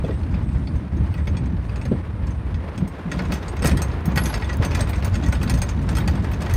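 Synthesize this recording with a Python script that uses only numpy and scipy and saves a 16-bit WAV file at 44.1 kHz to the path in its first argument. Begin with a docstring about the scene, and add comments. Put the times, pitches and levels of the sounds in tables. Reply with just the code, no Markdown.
"""First a dull clunk and a thump come through the floor of a truck, over a deep boom and a faint insect hiss.
We ride on its back along a mountain road that turns from worn asphalt to loose gravel.
Shaped noise makes the insects, the booming body and the roaring tyres.
Short rings and bursts of noise make the crunching stones, the knocks on the bed and the jingling steel.
"""
import sys
import numpy as np
from scipy import signal
from scipy.fft import rfft, irfft
from scipy.io import wavfile
from scipy.ndimage import uniform_filter1d

SR = 44100
rng = np.random.default_rng(int(sys.argv[2]) if len(sys.argv) > 2 else 0)


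def materialize(psi):
    """Save the field psi as 16-bit PCM at rate SR to the path in sys.argv[1].

    A 1-D psi becomes a single channel; in a 2-D psi each row is a channel.
    """
    bounded = np.clip(np.atleast_2d(psi).T, -1, 1)
    quanta = np.round(bounded * 32767).astype(np.int16)
    wavfile.write(sys.argv[1], SR, quanta)


N = 289296
T = np.arange(N) / SR


def amp(db):
    """Turns decibels into a gain."""
    return 10 ** (np.asarray(db) / 20)


def evened(x):
    """Scales a sound to an rms of one."""
    return x / np.sqrt(np.mean(x ** 2) + 1e-20)


def at_level(x, db, size=441):
    """Sets the loudest 10 ms of a sound to the given level."""
    return amp(db) * x / np.sqrt(uniform_filter1d(x ** 2, size).max() + 1e-20)


def steadied(x, size=5000):
    """Takes the slow swells out of a noise, by dividing by its own level over about 0.1 s."""
    return x / np.sqrt(abs(uniform_filter1d(x ** 2, size)) + 1e-9)


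def curve(rows, column=1):
    """Joins one column of a table by straight lines in time."""
    rows = np.asarray(rows)
    return np.interp(T, rows[:, 0], rows[:, column])


def swells(rows, attack_s, t60):
    """Gain of events that each rise, hold, and start to die away once their length has passed."""
    total = 0
    for s, length, db in rows:
        rise = np.clip((T - s) / attack_s, 0, 1)
        fall_db = 60 * np.clip((T - s - length) / t60, 0, 2)
        total = total + rise * amp(db - fall_db)
    return total


def fading_noise(t, t60):
    """A burst of noise that loses 60 dB in t60 seconds."""
    return rng.standard_normal(len(t)) * amp(-60 * t / t60)


def add(mix, s, sound):
    """Mixes a sound in at time s."""
    part = mix[max(round(s * SR), 0):][:len(sound)]
    part += sound[:len(part)]


def colour(x, spectrum, size=8192):
    """Gives a sound a spectrum with a filter that never acts ahead of time, so attacks stay sharp."""
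    hz, db = np.transpose(spectrum)
    f = abs(np.fft.fftfreq(size, 1 / SR)) + 1
    log_gain = np.log(amp(np.interp(np.log(f), np.log(hz), db, left=db[0] - 9.5)))
    # the Hilbert transform finds the phase that packs the response at its start
    response = np.fft.ifft(np.exp(np.conj(signal.hilbert(log_gain)))).real[:size // 2]
    return signal.fftconvolve(x, response)[:len(x)]


def hiss(spectrum):
    """Steady noise with the given spectrum, falling away beyond its ends."""
    hz, db = np.transpose(spectrum)
    f = np.fft.rfftfreq(N, 1 / SR) + 1
    gain = amp(np.interp(np.log(f), np.log(hz), db))
    gain = gain * np.minimum(f / hz[0], 1) ** 2 * np.minimum(hz[-1] / f, 1) ** 2
    return evened(irfft(rfft(rng.standard_normal(N)) * gain, N))


def band(hz, width_hz):
    """Noise around one pitch, 12 dB down at the edges of its width; at zero hertz, a slow random wander."""
    f = np.fft.rfftfreq(N, 1 / SR)
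    gain = 1 / (1 + (2 * (f - hz) / width_hz) ** 2) ** 2
    return evened(irfft(rfft(rng.standard_normal(N)) * gain, N))


def contacts(t, bounce_s, count=14):
    """A part grazes, strikes home and chatters to rest: a run of clicks that grow, then fade."""
    hits = np.zeros(len(t))
    gaps, sizes, signs = rng.random((3, count))
    when = np.cumsum(gaps * np.linspace(0, 1.5, count))  # the gaps tend to widen
    at = np.minimum((when * bounce_s * SR).astype(int), len(t) - 1)
    hits[at] = np.sign(signs - .5) * (.4 + sizes) * (.4 + when) * np.exp(-when)
    return hits


def struck(modes, t, vary_db, detune, lift_db=0):
    """Modes ring after a contact; where it lands changes their strengths and, slightly, their pitch."""
    hz, db, t60 = np.transpose(modes)[:, :, None]
    place, shift, side = rng.standard_normal((3, *hz.shape))
    hz = hz * (1 + detune * shift * np.minimum(.05 / t60, 1))  # long rings shift less
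    strength = np.sign(side) * amp(db + lift_db + vary_db * place - 60 * t / t60)
    return (strength * np.sin(2 * np.pi * hz * t)).sum(0)


def pebble(t60, order=22):
    """The short ring of one hard contact: a handful of chance modes, the higher dying sooner."""
    t = np.arange(SR // 30) / SR
    steps, turn, size = rng.random((3, order, 1))
    hz = np.geomspace(400, 14000, order)[:, None] * (.88 + .24 * steps)
    life = t60 * np.sqrt(2000 / hz)  # t60 is the life at 2 kHz
    strength = (.3 + size) * hz ** .75 * amp(-60 * t / life)
    return (strength * np.sin(2 * np.pi * (hz * t + turn))).sum(0)


def walls(x, wet_db=-7, t60=0.087):
    """The steel sides of the truck bed scatter each sound for a moment."""
    t = np.arange(SR // 10) / SR
    echoes = fading_noise(t, t60) * (t > .003)
    return x + amp(wet_db) * signal.oaconvolve(x, echoes / np.linalg.norm(echoes))[:N]


# swelling phrases of a near insect: (time [s], length [s], level [dB])
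INSECT_PHRASES = [(.02, 0.24, -64), (.36, 0.28, -64.5), (.98, 0.45, -66), (1.6, .5, -65.5)]


def insects(far_db=-72, near_db=0, waver_db=2):
    """Narrow noise rasps like a near insect that comes and goes, over a distant, wavering hiss."""
    phrases = 0
    for s, length, db in INSECT_PHRASES:
        phrases = phrases + amp(db) * np.sin(np.pi * np.clip((T - s) / length, 0, 1)) ** 2
    near = band(8180, 480) * phrases * amp(near_db)
    far = band(8900, 2000) * amp(far_db + waver_db * band(0, 12))
    return near + far


# tone of the body's boom: (frequency [Hz], relative level [dB per Hz])
BOOM_SPECTRUM = [(20, -31), (32, -24.5), (45, -9), (58, -1.5), (72, 0), (90, -2.5), (115, -9.5),
                 (170, -41.5)]
# tone of the panels' judder: (frequency [Hz], relative level [dB per Hz])
JUDDER_SPECTRUM = [(70, -45), (115, -1), (150, 0), (185, 0), (240, -7), (320, -11.5), (420, -27),
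                   (700, -38.5)]
# how hard the road rocks the body, before sway: (time [s], level [dB])
ROCKING_LEVELS = [(0, -23), (.42, -23), (.76, -23.5), (.85, -33), (.97, -21), (1.85, -24.5), (2.05, -28.5),
                  (2.25, -24.5), (2.64, -25.5), (2.72, -31.5), (3.05, -32.5), (3.26, -25.5), (3.54, -31),
                  (3.73, -19), (3.95, -24), (5.4, -22.5), (6.1, -21), (6.56, -25)]
# the body drops on its springs and booms: (time [s], length [s], level [dB])
SPRING_DROPS = [(.72, 0.029, -17), (3.71, 0.051, -26), (5.1, 0.044, -14), (5.25, 0.065, -18.5),
                (5.52, 0.068, -17.5), (6.47, 0.09, -17)]
DROP_ATTACK_S, DROP_T60_S = 0.034, 0.14
# rough stretches that set the panels juddering, before judder_db: (time [s], length [s], level [dB])
ROUGH_STRETCHES = [(.03, 0.072, -27.5), (.26, 0.59, -28.5), (.92, 0.081, -25.5), (1.28, 0.27, -26.5),
                   (1.84, 0.1, -24), (2.77, 0.08, -25), (3.05, .3, -26), (3.61, 0.15, -21),
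                   (4.03, 0.25, -24), (4.56, 0.21, -30.5), (5.15, 0.13, -23.5), (5.39, 0.17, -23),
                   (5.75, 0.48, -26), (6.37, 0.083, -29)]
RUT_ATTACK_S, RUT_T60_S = 0.013, 0.23


def body(boom_db=0.0, judder_db=-1, idle_judder_db=-8, sway_db=1.73):
    """The road shakes the truck's panels: a deep boom, and a quicker judder that flares in the ruts."""
    rocking = amp(curve(ROCKING_LEVELS) + sway_db * band(0, 22))
    booming = np.hypot(rocking, swells(SPRING_DROPS, DROP_ATTACK_S, DROP_T60_S))
    shaking = np.hypot(rocking * amp(idle_judder_db), swells(ROUGH_STRETCHES, RUT_ATTACK_S, RUT_T60_S))
    boom = steadied(hiss(BOOM_SPECTRUM)) * booming * amp(boom_db)
    judder = steadied(hiss(JUDDER_SPECTRUM)) * shaking * amp(judder_db)
    return boom + judder


# potholes, before the two trims: (time [s], thump level [dB], thump pitch [Hz], clunk level [dB])
POTHOLES = [(.038, -20, 160, -22), (.091, -33, 125, -21.5), (1.292, -16, 98, -36), (1.914, -13, 197, -17),
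            (1.93, -14.5, 135, -33), (2.824, -15.5, 165, -32.5), (3.642, -17.5, 194, -17),
            (3.742, -11, 120, -47), (4.078, -11, 177, -33), (4.598, -9.5, 104, -25.5)]


def suspension(thump_db=-1, thump_t60=0.034, clunk_db=-3.5, clunk_t60=0.08):
    """Potholes send a short low tone and a dull burst of noise through the chassis."""
    out, t = np.zeros(N), np.arange(SR // 5) / SR
    clunk_spectrum = [(150, -2), (270, 4.0), (420, 7), (550, 2), (700, -2.5),
                      (1100, -32.5), (4000, -42), (12000, -67)]  # (Hz, dB)
    for s, push_db, hz, clatter_db in POTHOLES:
        push = np.sin(2 * np.pi * hz * t) * amp(-60 * t / thump_t60) * (1 - np.exp(-t / 0.0058))
        shake = fading_noise(t, clunk_t60) * (1 - np.exp(-t / 0.0046))
        clunk = colour(shake, clunk_spectrum)
        add(out, s, at_level(push, push_db + thump_db) + at_level(clunk, clatter_db + clunk_db))
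    return out


# tone of the tyres' roar: (frequency [Hz], relative level [dB per Hz])
ROAR_SPECTRUM = [(150, 7), (350, 4.5), (550, 1), (780, -2.5), (1000, -1), (1250, -5.5), (1800, -7.5),
                 (2500, -13), (2900, -17), (4000, -23), (5000, -28.5), (7200, -38.5), (11000, -41.5),
                 (16000, -46)]
# asphalt turning to gravel: (time [s], tyre roar before roar_db [dB], gain of loose stone [dB])
ROAD_SURFACE = [(0, -40.5, -9.5), (.6, -44.5, -13), (1.3, -41.5, -12), (2.4, -43.5, -22), (2.9, -39, -15),
                (3.3, -37.5, -5), (4.0, -36, -12), (4.45, -37, -2.5), (4.8, -34.5, 0), (5.1, -39.5, -2),
                (5.5, -37, 1), (5.8, -38, -4), (6.56, -34.5, -1)]
# heaps of stone the tyres plough through: (time [s], length [s], gain of loose stone [dB])
STONE_HEAPS = [(3.1, 0.12, -6), (3.31, 0.038, 1.5), (3.63, 0.064, 10.5), (3.78, 0.039, -2), (4.17, 0.2, 2),
               (4.62, 0.036, 6), (4.77, 0.053, 2.5), (6.41, 0.045, 2)]
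HEAP_ATTACK_S, HEAP_T60_S = 0.0094, 0.18


def tyres(roar_db=2, flutter_db=1.68, sway_db=1.25, plough_db=-41):
    """Tread roar: noise that flutters with the grain of the road and swells in the heaps."""
    ploughing = amp(plough_db) * swells(STONE_HEAPS, HEAP_ATTACK_S, HEAP_T60_S)
    level = np.hypot(amp(curve(ROAD_SURFACE) + roar_db), ploughing)
    unsteady_db = flutter_db * band(0, 130) + sway_db * band(0, 33)
    return hiss(ROAR_SPECTRUM) * level * amp(unsteady_db)


def loose_stone():
    """Gain of the crunch: the stone strewn on the surface, plus the heaps."""
    return amp(curve(ROAD_SURFACE, 2)) + swells(STONE_HEAPS, HEAP_ATTACK_S, HEAP_T60_S)


def sand(sand_db=-57, per_s=260, clump_db=5):
    """Fine grains spray off the tread in little flurries of single clicks."""
    flurries = amp(clump_db * np.clip(band(0, 60), -2, 2))
    grains = (rng.random(N) < per_s / SR) * rng.standard_normal(N) * flurries
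    spectrum = [(1500, -4), (3500, 0.5), (6500, -1), (10000, -13), (15000, -16)]  # (Hz, dB)
    return evened(colour(grains, spectrum)) * amp(sand_db)


# tone of crunching stone: (frequency [Hz], relative level [dB per Hz])
CRUNCH_SPECTRUM = [(300, -10.5), (600, 8.5), (1400, -0.5), (2500, -3), (2900, -7), (3400, -5.5),
                   (5000, -12), (8000, -21), (12000, -30.5), (16000, -36)]


def stones(crunch_db=-46.0, per_s=380, spread_db=0.5, clump_db=3, stone_t60=0.042, count=24):
    """Stones snap against each other in clumps; each of the kinds of stone has its own ring."""
    out, clumps = np.zeros(N), amp(clump_db * band(0, 37))
    for _ in range(count):
        at = np.flatnonzero(rng.random(N) < per_s / count / SR)
        sizes = amp(spread_db * np.minimum(rng.exponential(1, 2000), 3.5))
        snaps = np.zeros(N)
        snaps[at] = np.resize(sizes, len(at)) * clumps[at]
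        out += signal.oaconvolve(snaps, pebble(stone_t60))[:N]
    return evened(colour(out, CRUNCH_SPECTRUM)) * amp(crunch_db)


def crushed(crush_db=-45, per_s=34, spread_db=3, chatter_s=.005, stone_t60=0.044, count=16):
    """At chance moments a larger stone is squeezed out from under a tyre in a short burst of cracks."""
    out, t = np.zeros(N), np.arange(SR // 15) / SR
    for _ in range(count):
        burst = evened(signal.fftconvolve(contacts(t, chatter_s), pebble(stone_t60)))
        sizes = amp(spread_db * rng.uniform(-1.1, 1.5, N))
        starts = (rng.random(N) < per_s / count / SR) * sizes
        out += signal.oaconvolve(starts, burst)[:N]
    return evened(colour(out, CRUNCH_SPECTRUM)) * amp(crush_db)


# single chips of grit on metal, before tick_db: (time [s], level [dB])
GRIT_TICKS = [(1.141, -46), (3.323, -39), (3.566, -49), (4.055, -44), (4.384, -49), (4.540, -44),
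              (4.571, -37), (4.893, -42), (5.283, -47), (5.589, -39), (6.538, -28)]


def grit(tick_db=-3, tick_t60=0.0054):
    """Tiny chips hit metal, each with one dry, very bright tick of noise."""
    out, t = np.zeros(N), np.arange(SR // 20) / SR
    spectrum = [(3000, -27), (7000, -7), (12000, 0), (15500, 4)]  # (Hz, dB)
    for s, db in GRIT_TICKS:
        tick = colour(fading_noise(t, tick_t60), spectrum)
        add(out, s, at_level(tick, db + tick_db))
    return out


def singing(skirt_db=-7):
    """One small part buzzes at a very high pitch and dies away: narrow noise with a wider skirt."""
    buzz = band(11250, 200) + amp(skirt_db) * band(10800, 750)
    return buzz * swells([(4.18, 0.11, -41)], attack_s=0.016, t60=0.23)  # (time s, length s, dB)


# loudest blows: (time [s], jingle level [dB], knock level [dB], top treble level [dB])
LOUD_BLOWS = [(.1064, -66, -43, -66), (.3416, -72, -41, -77), (.4884, -66, -48, -70),
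              (.6719, -60, -40, -72), (1.1408, -62, -39.5, -62), (1.1787, -56, -43.5, -69),
              (1.272, -45.5, -35.5, -53), (1.3683, -47, -38.5, -69), (1.6931, -61, -41.5, -68),
              (1.7584, -51, -40, -68), (1.8138, -52, -39.5, -62), (1.8527, -47.5, -35, -57),
              (2.2682, -52, -53, -71), (2.3067, -54.5, -61, -75), (2.5426, -57, -41, -74),
              (2.7771, -45.5, -39, -56), (2.8774, -50, -56, -51), (3.1158, -40, -29.5, -53),
              (3.1901, -50, -31, -70), (3.3204, -39, -29, -46), (3.3374, -40.5, -40, -43),
              (3.4815, -41.5, -58, -60), (3.5668, -51, -37, -66), (3.6222, -37, -30.5, -47),
              (3.6446, -34, -24.5, -32), (3.6566, -28.5, -28, -35), (3.6704, -26.5, -32, -29),
              (3.7135, -41.5, -30.5, -50), (3.7713, -37.5, -33, -45), (3.8182, -31.5, -30.5, -43),
              (3.915, -57, -43, -72), (4.0557, -39.5, -40, -32), (4.1584, -37.5, -30, -41),
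              (4.1744, -34.5, -20, -35), (4.2363, -37, -42, -44), (4.2567, -31, -30, -42),
              (4.34, -35.5, -29, -50), (4.3594, -58, -37, -49), (4.4199, -55, -32.5, -67),
              (4.4927, -46, -32, -68), (4.6234, -47, -29, -59), (4.6483, -33.5, -36, -42),
              (4.7484, -33.5, -29, -46), (4.8065, -30, -32.5, -39), (4.8938, -41.5, -40, -37),
              (4.9314, -50, -32.5, -64), (5.024, -53, -34.5, -54), (5.0454, -37, -38.5, -39),
              (5.1542, -41.5, -33, -58), (5.2624, -42.5, -36, -56), (5.2849, -43.5, -43, -54),
              (5.3243, -37, -28, -49), (5.4291, -36.5, -34, -42), (5.4969, -28, -30.5, -34),
              (5.5393, -36, -38, -46), (5.5737, -42, -50, -52), (5.6176, -31, -31, -43),
              (5.6905, -40, -39, -57), (5.8894, -40, -32.5, -55), (5.9514, -40, -33.5, -46),
              (5.9678, -35.5, -31, -46), (5.9829, -39, -31, -35), (6.0761, -37.5, -28.5, -36),
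              (6.315, -49, -37.5, -44), (6.4188, -43, -38.5, -49), (6.4614, -53, -34.5, -61),
              (6.5081, -45, -38, -54), (6.5375, -35.5, -35.5, -33)]
# lighter blows where loose stone is at 0 dB: (jingle level [dB], knock level [dB], top treble level [dB])
LIGHT_LEVELS = (-46.5, -37, -59)


def blows(spread_db=2.5, crowding=.09, count=46, follow=1.06):
    """The loud blows, and lighter ones by chance, more often and stronger where the road is stony."""
    stone_db = curve(ROAD_SURFACE, 2)
    odds = np.cumsum(np.exp(crowding * stone_db))
    draws = (np.arange(count) + rng.random(count)) / count
    at = np.minimum(np.searchsorted(odds / odds[-1], draws), N - 1)
    # follow: dB of blow per dB of loose stone
    levels = np.array(LIGHT_LEVELS) + follow * stone_db[at, None]
    levels = levels + spread_db * rng.uniform(-1.9, 1.84, (count, 3))
    return np.vstack([LOUD_BLOWS, np.column_stack([T[at], levels])])


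# ringing modes of the truck bed: (frequency [Hz], relative level [dB], time to fall 60 dB [s])
BED_MODES = [(545, 2.5, 0.037), (854, 2.5, 0.038), (935, 1.5, 0.021), (1303, -1, 0.04), (1476, -0.5, 0.032),
             (1670, 0.5, 0.026), (1898, 3, 0.041), (2137, 1.5, 0.017), (2320, -0.5, 0.018),
             (2573, 5.5, 0.02), (2830, -26, 0.012), (3248, 3, 0.011), (3480, -4.5, 0.03),
             (3840, -6.5, 0.036), (4386, -3.5, 0.025), (4800, 1, 0.013), (5330, -5.5, 0.018)]
# tone of a blow's scrape on the bed: (frequency [Hz], relative level [dB per Hz])
SCRAPE_SPECTRUM = [(250, -10), (550, 8.5), (900, -2), (1350, 9.5), (1800, 2), (2400, 2), (3100, -6),
                   (4600, -10.5), (6000, -25), (9000, -78), (15000, -17)]


def knocks(strikes, knock_db=1, scrape_db=-5, scrape_t60=0.12, chatter_s=.0045, vary_db=4, detune=0.015,
           dull_hz=7000):
    """Each blow clatters on the truck bed, whose panels ring briefly and pass little treble."""
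    out, t = np.zeros(N), np.arange(SR // 6) / SR
    for s, _, blow_db, _ in strikes:
        ring = struck(BED_MODES, t, vary_db, detune)
        clatter = signal.fftconvolve(contacts(t, chatter_s), ring)[:len(t)]
        rub = fading_noise(t, scrape_t60) * (1 - np.exp(-t / 0.00074))
        scrape = colour(rub, SCRAPE_SPECTRUM)
        add(out, s, at_level(evened(clatter) + amp(scrape_db) * evened(scrape), blow_db + knock_db))
    lowpass = signal.butter(2, min(dull_hz, SR / 3), fs=SR, output="sos")
    return signal.sosfilt(lowpass, out)


# tone of a click on steel: (frequency [Hz], relative level [dB per Hz])
CLICK_SPECTRUM = [(2000, -14), (4200, -3.5), (5800, -2), (6400, 1), (7400, -9.5), (8600, -5.5),
                  (10200, -4.5), (12500, -3.5), (13800, -6), (14800, -20), (16000, -15)]
# ringing modes of the steel fittings: (frequency [Hz], relative level [dB], time to fall 60 dB [s])
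STEEL_MODES = [(6056, -12, .28), (6290, -4, .05), (6390, 0, .08), (6520, -4, .05), (6977, -9, .05),
               (7553, -8, .09), (8390, 0, .05), (8440, 2, .08), (8818, -5, .05), (9744, -17, .3),
               (10417, -14, .12), (11989, -16, .1), (12355, -10, .14), (13561, -13, .06), (14433, -6, .06),
               (14707, -7, .1), (14858, -8, .11), (15079, -12, .09)]


def fittings(strikes, click_db=0, ring_db=-4, click_t60=0.009, bounce_s=0.0032, vary_db=6.5, top_db=0,
             detune=0.0046):
    """The same blows click and ring the loose steel; harder contacts are brighter."""
    out, t = np.zeros(N), np.arange(SR // 3) / SR
    for s, jingle_db, _, treble_db in strikes:
        hardness_db = np.clip(treble_db - jingle_db + top_db, -20, 10)

        def bright(hz):
            """Treble lift in dB, growing from 8 to 11 kHz."""
            return hardness_db * np.clip((hz - 8000) / 3000, 0, 1)

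        click = colour(fading_noise(t, click_t60), [(hz, db + bright(hz)) for hz, db in CLICK_SPECTRUM])
        ring = struck(STEEL_MODES, t, vary_db, detune, bright(np.array(STEEL_MODES)[:, :1]))
        hits = contacts(t, bounce_s)
        for part, part_db in (click, click_db), (ring, ring_db):
            chatter = signal.fftconvolve(part, hits)[:len(t)]
            add(out, s, at_level(chatter, jingle_db + part_db))
    return out


def scene():
    """Everything as heard from the truck bed."""
    gravel = (stones() + crushed() + walls(sand())) * loose_stone()
    road = body() + tyres() + gravel + suspension()
    strikes = blows()
    rattle = walls(knocks(strikes) + fittings(strikes)) + singing() + grit()
    return (insects() + road + rattle)[None]


def record(dry, edge_hz=15800):
    """Takes away the treble above the edge with a steep low-pass filter."""
    lowpass = signal.firwin(401, edge_hz, window=("kaiser", 9), fs=SR)
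    return signal.oaconvolve(dry, lowpass[None], "same")


dry = scene()
out = record(dry)
materialize(out)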